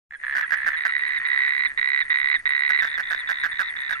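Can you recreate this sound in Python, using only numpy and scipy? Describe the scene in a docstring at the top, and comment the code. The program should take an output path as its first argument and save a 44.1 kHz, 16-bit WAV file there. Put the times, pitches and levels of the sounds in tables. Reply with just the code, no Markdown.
"""Toads at a muddy pond. A faint rumble, two high insects and far toads fade in as a low-voiced toad
trills: larynx puffs drive its vocal sac. From 0.35 to 0.9 s a clump of toads held in a hand gives harsh
release chirps and squeaks; a muffled toad joins and calls on and off. A near toad takes over at 0.8 s,
with one faint bump at 1.6 s. The held toads resume at 2.7 s, and the near toad's neighbour trills
from 2.8 s to the end."""
import sys
import numpy as np
from scipy import signal
from scipy.fft import rfft, irfft
from scipy.io import wavfile
from scipy.ndimage import uniform_filter1d

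SR = 44100
rng = np.random.default_rng(int(sys.argv[2]) if len(sys.argv) > 2 else 0)


def store_wav(level_fs):
    """Save 16-bit WAV to argv[1]."""
    pcm = np.round(np.clip(np.atleast_2d(level_fs), -1, 1) * 32767)
    wavfile.write(sys.argv[1], SR, pcm.T.astype(np.int16))


N = 176400
T = np.arange(800) / SR  # time within a pulse

# Background spectrum: freq_hz, gain_db
AIR_SPECTRUM = [(20, 4), (150, -9.5), (400, -14.5), (900, -14), (1900, -7), (3000, -23), (5000, -25.5),
                (6600, -23.5), (8100, -30), (8800, -18), (9500, -18), (10000, -39), (15000, -38)]
# Soft knock: start_s, pitch_hz, level_db, length_s
BUMP = (1.57, 170, -54, 0.13)
# Insects: first_s, period_s, top_hz, fall_hz, length_s, level_db, side_db (left minus right)
INSECTS = [(0.147, .101, 9520, 820, .046, -47, -7), (0.169, .1033, 9200, 700, .046, -52, -4.5)]
# Far toads' envelope: time_s, level_db
CHORUS_LEVEL = [(.17, -65), (.195, -31), (.5, -28), (1.55, -25), (1.72, -28), (1.75, -41), (1.8, -31),
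                (2.40, -31), (2.425, -43), (2.45, -45), (2.52, -30.5), (2.9, -25), (3.25, -27.5), (4, -28)]
# Held toads' chirps: start_s, pulse_count, level_db
RELEASE_CHIRPS = [ (.351, 2, -10), (.366, 2, -8), (.383, 3, -11), (.410, 1, -9), (.506, 1, -12.5),
                  (.520, 3, -8), (.537, 2, -8), (.664, 2, -7.5), (.677, 3, -6), (.852, 4, -7.5),
                  (2.699, 3, -10.5), (2.822, 3, -8), (2.845, 2, -9), (2.864, 3, -18), (2.977, 2, -12),
                  (2.996, 3, -11), (3.107, 3, -9.5), (3.126, 2, -9), (3.146, 1, -11), (3.290, 3, -9.5),
                  (3.307, 3, -10.5), (3.436, 3, -8), (3.454, 3, -9), (3.593, 6, -7.5), (3.895, 1, -12),
                  (3.908, 2, -11), (3.926, 2, -10.5)]
# Their rasp: freq_hz, gain_db
RASP_SPECTRUM = [(100, -10), (200, 1.5), (350, -3), (650, 6.5), (1300, 15.5), (2600, 7.5), (3500, 1.5),
                 (5200, 0), (7500, -11), (10500, -22.5), (12700, -8.5), (14500, -19.5)]
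# Their squeaks: start_s, level_db, pitch_hz
HELD_SQUEAKS = [(.432, -24, 1407), (.886, -21.5, 1442), (3.620, -25.5, 1346), (3.949, -22, 1397)]
# Toad body modes: pitch_ratio, level_db, decay_s, side_db
BODY_MODES = [(0.56, -22, 0.0014, -1), (0.82, -15, 0.0014, -3), (1.2, -16, 0.0016, 2), (1.4, -28, .0017, 1),
              (1.72, -32, 0.0019, 2), (2.35, -33, .0014, 0)]
# Trill filter: freq_hz, gain_db
TRILL_SPECTRUM = [(200, -23), (600, -14), (1000, -2.5), (2000, -0.5), (4000, -1), (4800, -5.5),
                  (14000, -14)]
# Voice per toad: swell_db, base_hz, overtone_db, pulse_s, side_db, left_lead_rad
VOICES = { "low": (1, 1690, -24, .003, -5, -1.0), "near": (1.5, 1870, -15, .004, -7, 2.2),
          "neighbour": (1, 1790, -5, .0034, -1, -2.1), "muffled": (0, 1790, -30, .0036, -3.5, 1.5)}
# Calls: toad, start_s, run_start_s, close_start_s, level_db
TRILLS = [ ("low", .108, .108, .135, -12.5), ("low", .236, .266, .423, -9), ("low", .520, .558, .732, -10),
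          ("near", .769, .806, 1.161, -12.5), ("near", 1.251, 1.286, 1.649, -8.5),
          ("near", 1.776, 1.813, 2.003, -7.5), ("near", 2.102, 2.142, 2.341, -6),
          ("near", 2.455, 2.491, 2.788, -6.5), ("neighbour", 2.830, 2.859, 2.941, -16),
          ("neighbour", 3.032, 3.056, 3.191, -16), ("neighbour", 3.273, 3.298, 3.428, -16),
          ("neighbour", 3.516, 3.541, 3.673, -17), ("neighbour", 3.764, 3.788, 3.922, -16.5),
          ("muffled", .455, .478, .70, -18), ("muffled", .745, .78, 1.09, -14.5),
          ("muffled", 1.199, 1.222, 1.50, -14.5), ("muffled", 2.051, 2.081, 2.385, -23),
          ("muffled", 2.65, 2.68, 2.92, -17), ("muffled", 2.98, 3.01, 3.22, -20.5),
          ("muffled", 3.44, 3.47, 3.705, -21), ("muffled", 3.757, 3.787, 3.96, -22)]
# Overall envelope: time_s, gain_db
FADE_IN = [(.09, -70), (.108, -16), (.2, -10.5), (.28, -5.5)]

BODY_RISE_S, OVERTONE_LEAD_RAD = .0008, 1.3


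def amp(db):
    """Decibels to gain."""
    return 10 ** (np.asarray(db) / 20)


def unit(x):
    """Scale to rms 1."""
    return x / np.sqrt(np.mean(x ** 2) + 1e-20)


def level(points):
    """Gain curve from time_s, gain_db points."""
    return amp(np.interp(np.arange(N) / SR, *np.transpose(points)))


def colour(x, points):
    """Filter by freq_hz, gain_db points."""
    hz, db = np.transpose(points)
    log_hz = np.log(np.fft.rfftfreq(N, 1 / SR) + 1)
    return irfft(rfft(x) * amp(np.interp(log_hz, np.log(hz), db)), N)


def add(mix, start_s, sound):
    """Mix in a stereo sound."""
    at = round(start_s * SR)
    sound = sound[:, max(-at, 0):]
    part = mix[:, max(at, 0):][:, :sound.shape[1]]
    part += sound[:, :part.shape[1]]


def tone(hz, side_db=0, lead_rad=0):
    """Stereo sine on a pitch curve."""
    angle = 2 * np.pi * np.cumsum(hz) / SR
    return np.array([amp(side_db / 2) * np.sin(angle + lead_rad), amp(-side_db / 2) * np.sin(angle)])


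def ring(rise_s, decay_s):
    """Soft attack, exponential decay, peak 1."""
    shape = (1 - np.exp(-T / rise_s)) ** 2 * np.exp(-T / decay_s)
    return shape / shape.max()


def air(level_db=-49, correlation=.54, patch_db=2.5):
    """Low rumble and the blurred hum of distant toads and insects."""
    left, other = rng.standard_normal((2, N))
    right = correlation * left + np.sqrt(1 - correlation ** 2) * other
    spectra = signal.stft([left, right], nperseg=512)[2]
    patches = uniform_filter1d(rng.standard_normal(spectra.shape[1:]), 6, axis=0)
    patches = unit(uniform_filter1d(patches, 8, axis=1))
    noise = signal.istft(spectra * amp(patch_db * patches), nperseg=512)[1][:, :N]
    return amp(level_db) * unit(colour(noise, AIR_SPECTRUM))


def bump():
    """Dull knock: a low tone and its sagging octave."""
    start_s, hz, db, length_s = BUMP
    out, u = np.zeros((2, N)), np.arange(0, 1, 1 / (length_s * SR))
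    partials = tone(np.full(len(u), hz)) + .5 * tone(2 * hz * (1 - .22 * u))
    add(out, start_s, amp(db) * np.sin(np.pi * u ** .5) ** 2 * partials)
    return out


def insects(waver_hz=60, roughness=.3, jitter_s=.002):
    """High, rough, falling chirps, about ten a second each."""
    out = np.zeros((2, N))
    for first_s, period_s, top_hz, fall_hz, length_s, db, side_db in INSECTS:
        u = np.arange(0, 1, 1 / (length_s * SR))
        for s in np.arange(first_s, N / SR, period_s):
            scrape = unit(uniform_filter1d(rng.standard_normal(len(u)), 90))
            glide_hz = top_hz - fall_hz * u ** 2.7 + waver_hz * scrape
            shape = np.sin(np.pi * u ** 1.5) ** 2 * (1 + roughness * scrape[::-1])
            chirp = shape * tone(glide_hz, side_db, 1.3)
            add(out, s + rng.normal(0, jitter_s), amp(db + rng.normal(0, 1.8)) * chirp)
    return out


def bank_echoes(x, gain_db=-11.5, t60_s=.09):
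    """Short scatter off the water and banks."""
    t = np.arange(SR // 3) / SR
    taps = rng.standard_normal((2, len(t))) * (rng.random((2, len(t))) < .05)
    taps *= (t > .003) * amp(-60 * t / t60_s)
    taps /= np.linalg.norm(taps, axis=1, keepdims=True)
    return amp(gain_db) * signal.fftconvolve(x, taps, axes=1)[:, :N]


def far_toads(count=4, centre_hz=1810, spread=.04):
    """Each far toad repeats trills around its own pitch."""
    out = np.zeros((2, N))
    for detune in np.linspace(-spread, spread, count):
        s, lead_rad = rng.uniform(-.3, 0), rng.uniform(1, 3)
        while s < N / SR:
            length_s = rng.uniform(.18, .4)
            hz = centre_hz * (1 + detune + rng.normal(0, .01))
            out += trill(s, s + .03, s + length_s, db=rng.normal(0, 2), swell_db=2, hz=hz,
                         overtone_db=-27, pulse_s=.0034, side_db=rng.normal(-1.2, 2.3), lead_rad=lead_rad)
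            s += length_s + rng.uniform(.06, .11)
    return unit(colour(out, TRILL_SPECTRUM)) * level(CHORUS_LEVEL)


def squeak(hz, side_db, lead_rad, overtone_db, length_s=.018, fall=.13):
    """Pulses fused into a short falling tone with its octave."""
    u = np.arange(0, 1, 1 / (length_s * SR))
    glide_hz = hz * (1 - fall * u ** 2)
    octave = amp(min(overtone_db + 3, -7)) * tone(2 * glide_hz, -2, OVERTONE_LEAD_RAD)
    return np.sin(np.pi * u) * (tone(glide_hz, side_db, lead_rad) + octave)


def held_toads(base_hz=1697, throat_hz=650, gap_s=.0051, peak_s=.0016, lead_rad=1.7):
    """Release chirps: tight, sagging pulses, each with throat ring and rasp; also squeaks."""
    voice, rasp = np.zeros((2, 2, N))
    u = T / peak_s
    shape = (u * np.exp(1 - u)) ** 2.98
    throat = amp(-39) * ring(BODY_RISE_S, .002) * tone(np.full(len(T), throat_hz))
    for start_s, count, db in RELEASE_CHIRPS:
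        rasp_db = -21.5 + .62 * db  # grows more slowly than the voice
        for k in range(round(count)):
            s = start_s + k * gap_s + rng.normal(0, .00015)
            glide_hz = base_hz * (1 - .016 * k - .03 * (u - 1))
            add(voice, s, amp(db - 1.07 * k) * (shape * tone(glide_hz, -9.5, lead_rad) + throat))
            puff = (rng.standard_normal((2, len(T))) + rng.standard_normal(len(T))) / 2
            add(rasp, s, amp(rasp_db) * ring(.00034, .0038) * puff)
    for s, db, hz in HELD_SQUEAKS:
        add(voice, s, amp(db) * squeak(hz, -2, lead_rad, overtone_db=-16))
    return voice + colour(rasp, RASP_SPECTRUM)


def larynx_pulse(hz, overtone_db, length_s, side_db, lead_rad, rise_s=.0005, bend=.06):
    """A puff drives the vocal sac and knocks the body; level and pitch sag as it ends."""
    drive = 1 / (1 + (T / length_s) ** 3.3)
    shape = (1 - np.exp(-T / rise_s)) ** 2 * drive
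    glide_hz = hz * (1 + bend * drive)
    overtone = tone(glide_hz * 1.925 * rng.normal(1, .01), -2, OVERTONE_LEAD_RAD)
    overtone *= amp(overtone_db) * drive * (1 - np.exp(-T / BODY_RISE_S))
    out = shape * (tone(glide_hz, side_db, lead_rad) + overtone)
    for ratio, db, decay_s, mode_side_db in BODY_MODES:
        mode_hz = np.full(len(T), hz * ratio * rng.normal(1, .03))
        mode = tone(mode_hz, mode_side_db, lead_rad * ratio ** 3 + rng.normal(0, 1))
        out += amp(db) * ring(BODY_RISE_S, decay_s) * mode
    return out


def trill(start_s, run_s, close_s, db, swell_db, hz, overtone_db, pulse_s, side_db, lead_rad,
          run_gap_s=.01435, burst_gap_s=.0062, jitter_s=.0003, climb=.025):
    """One call: opening burst, steady run with a few doubled pulses, closing burst, squeak."""
    out, burst_s = np.zeros((2, N)), np.arange(5) * burst_gap_s
    opening = start_s + burst_s[start_s + burst_s < run_s - 2 * burst_gap_s]
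    u = np.linspace(0, 1, max(round((close_s - run_s) / run_gap_s), 1), endpoint=False)
    steady = run_s + (close_s - run_s) * (u + .03 * u * (1 - u))  # hurries slightly
    closing = close_s + burst_s[:3]
    pulses = [(s, 0) for s in [*opening, *steady, *closing]]
    doubles = [(s + burst_gap_s, -4.5) for s in steady[rng.random(len(steady)) < .16]]
    for s, weak_db in pulses + doubles:
        effort = min((s - start_s) / (close_s - start_s), 1)
        late, loud, sharp = rng.standard_normal(3)
        pitch_hz = hz * (1 + climb * effort + .006 * sharp)
        pulse = larynx_pulse(pitch_hz, overtone_db, pulse_s, side_db, lead_rad)
        add(out, s + jitter_s * late, amp(db + weak_db + swell_db * effort + .9 * loud) * pulse)
    tail = squeak(hz * (1 + climb), side_db, lead_rad, overtone_db)
    add(out, closing[-1], amp(db + swell_db - 8) * tail)
    return out


def scene():
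    """Toads and their echoes over insects, air and a bump."""
    trills = sum(trill(*call, *VOICES[toad]) for toad, *call in TRILLS)
    toads = colour(trills, TRILL_SPECTRUM) + held_toads() + far_toads()
    return toads + bank_echoes(toads) + insects() + air() + bump()


def record(dry, cutoff_hz=14900):
    """Fade-in and low-pass."""
    lowpass = signal.firwin(511, cutoff_hz, window=("kaiser", 9), fs=SR)
    return signal.oaconvolve(dry * level(FADE_IN), lowpass[None], "same")


dry = scene()
out = record(dry)
store_wav(out)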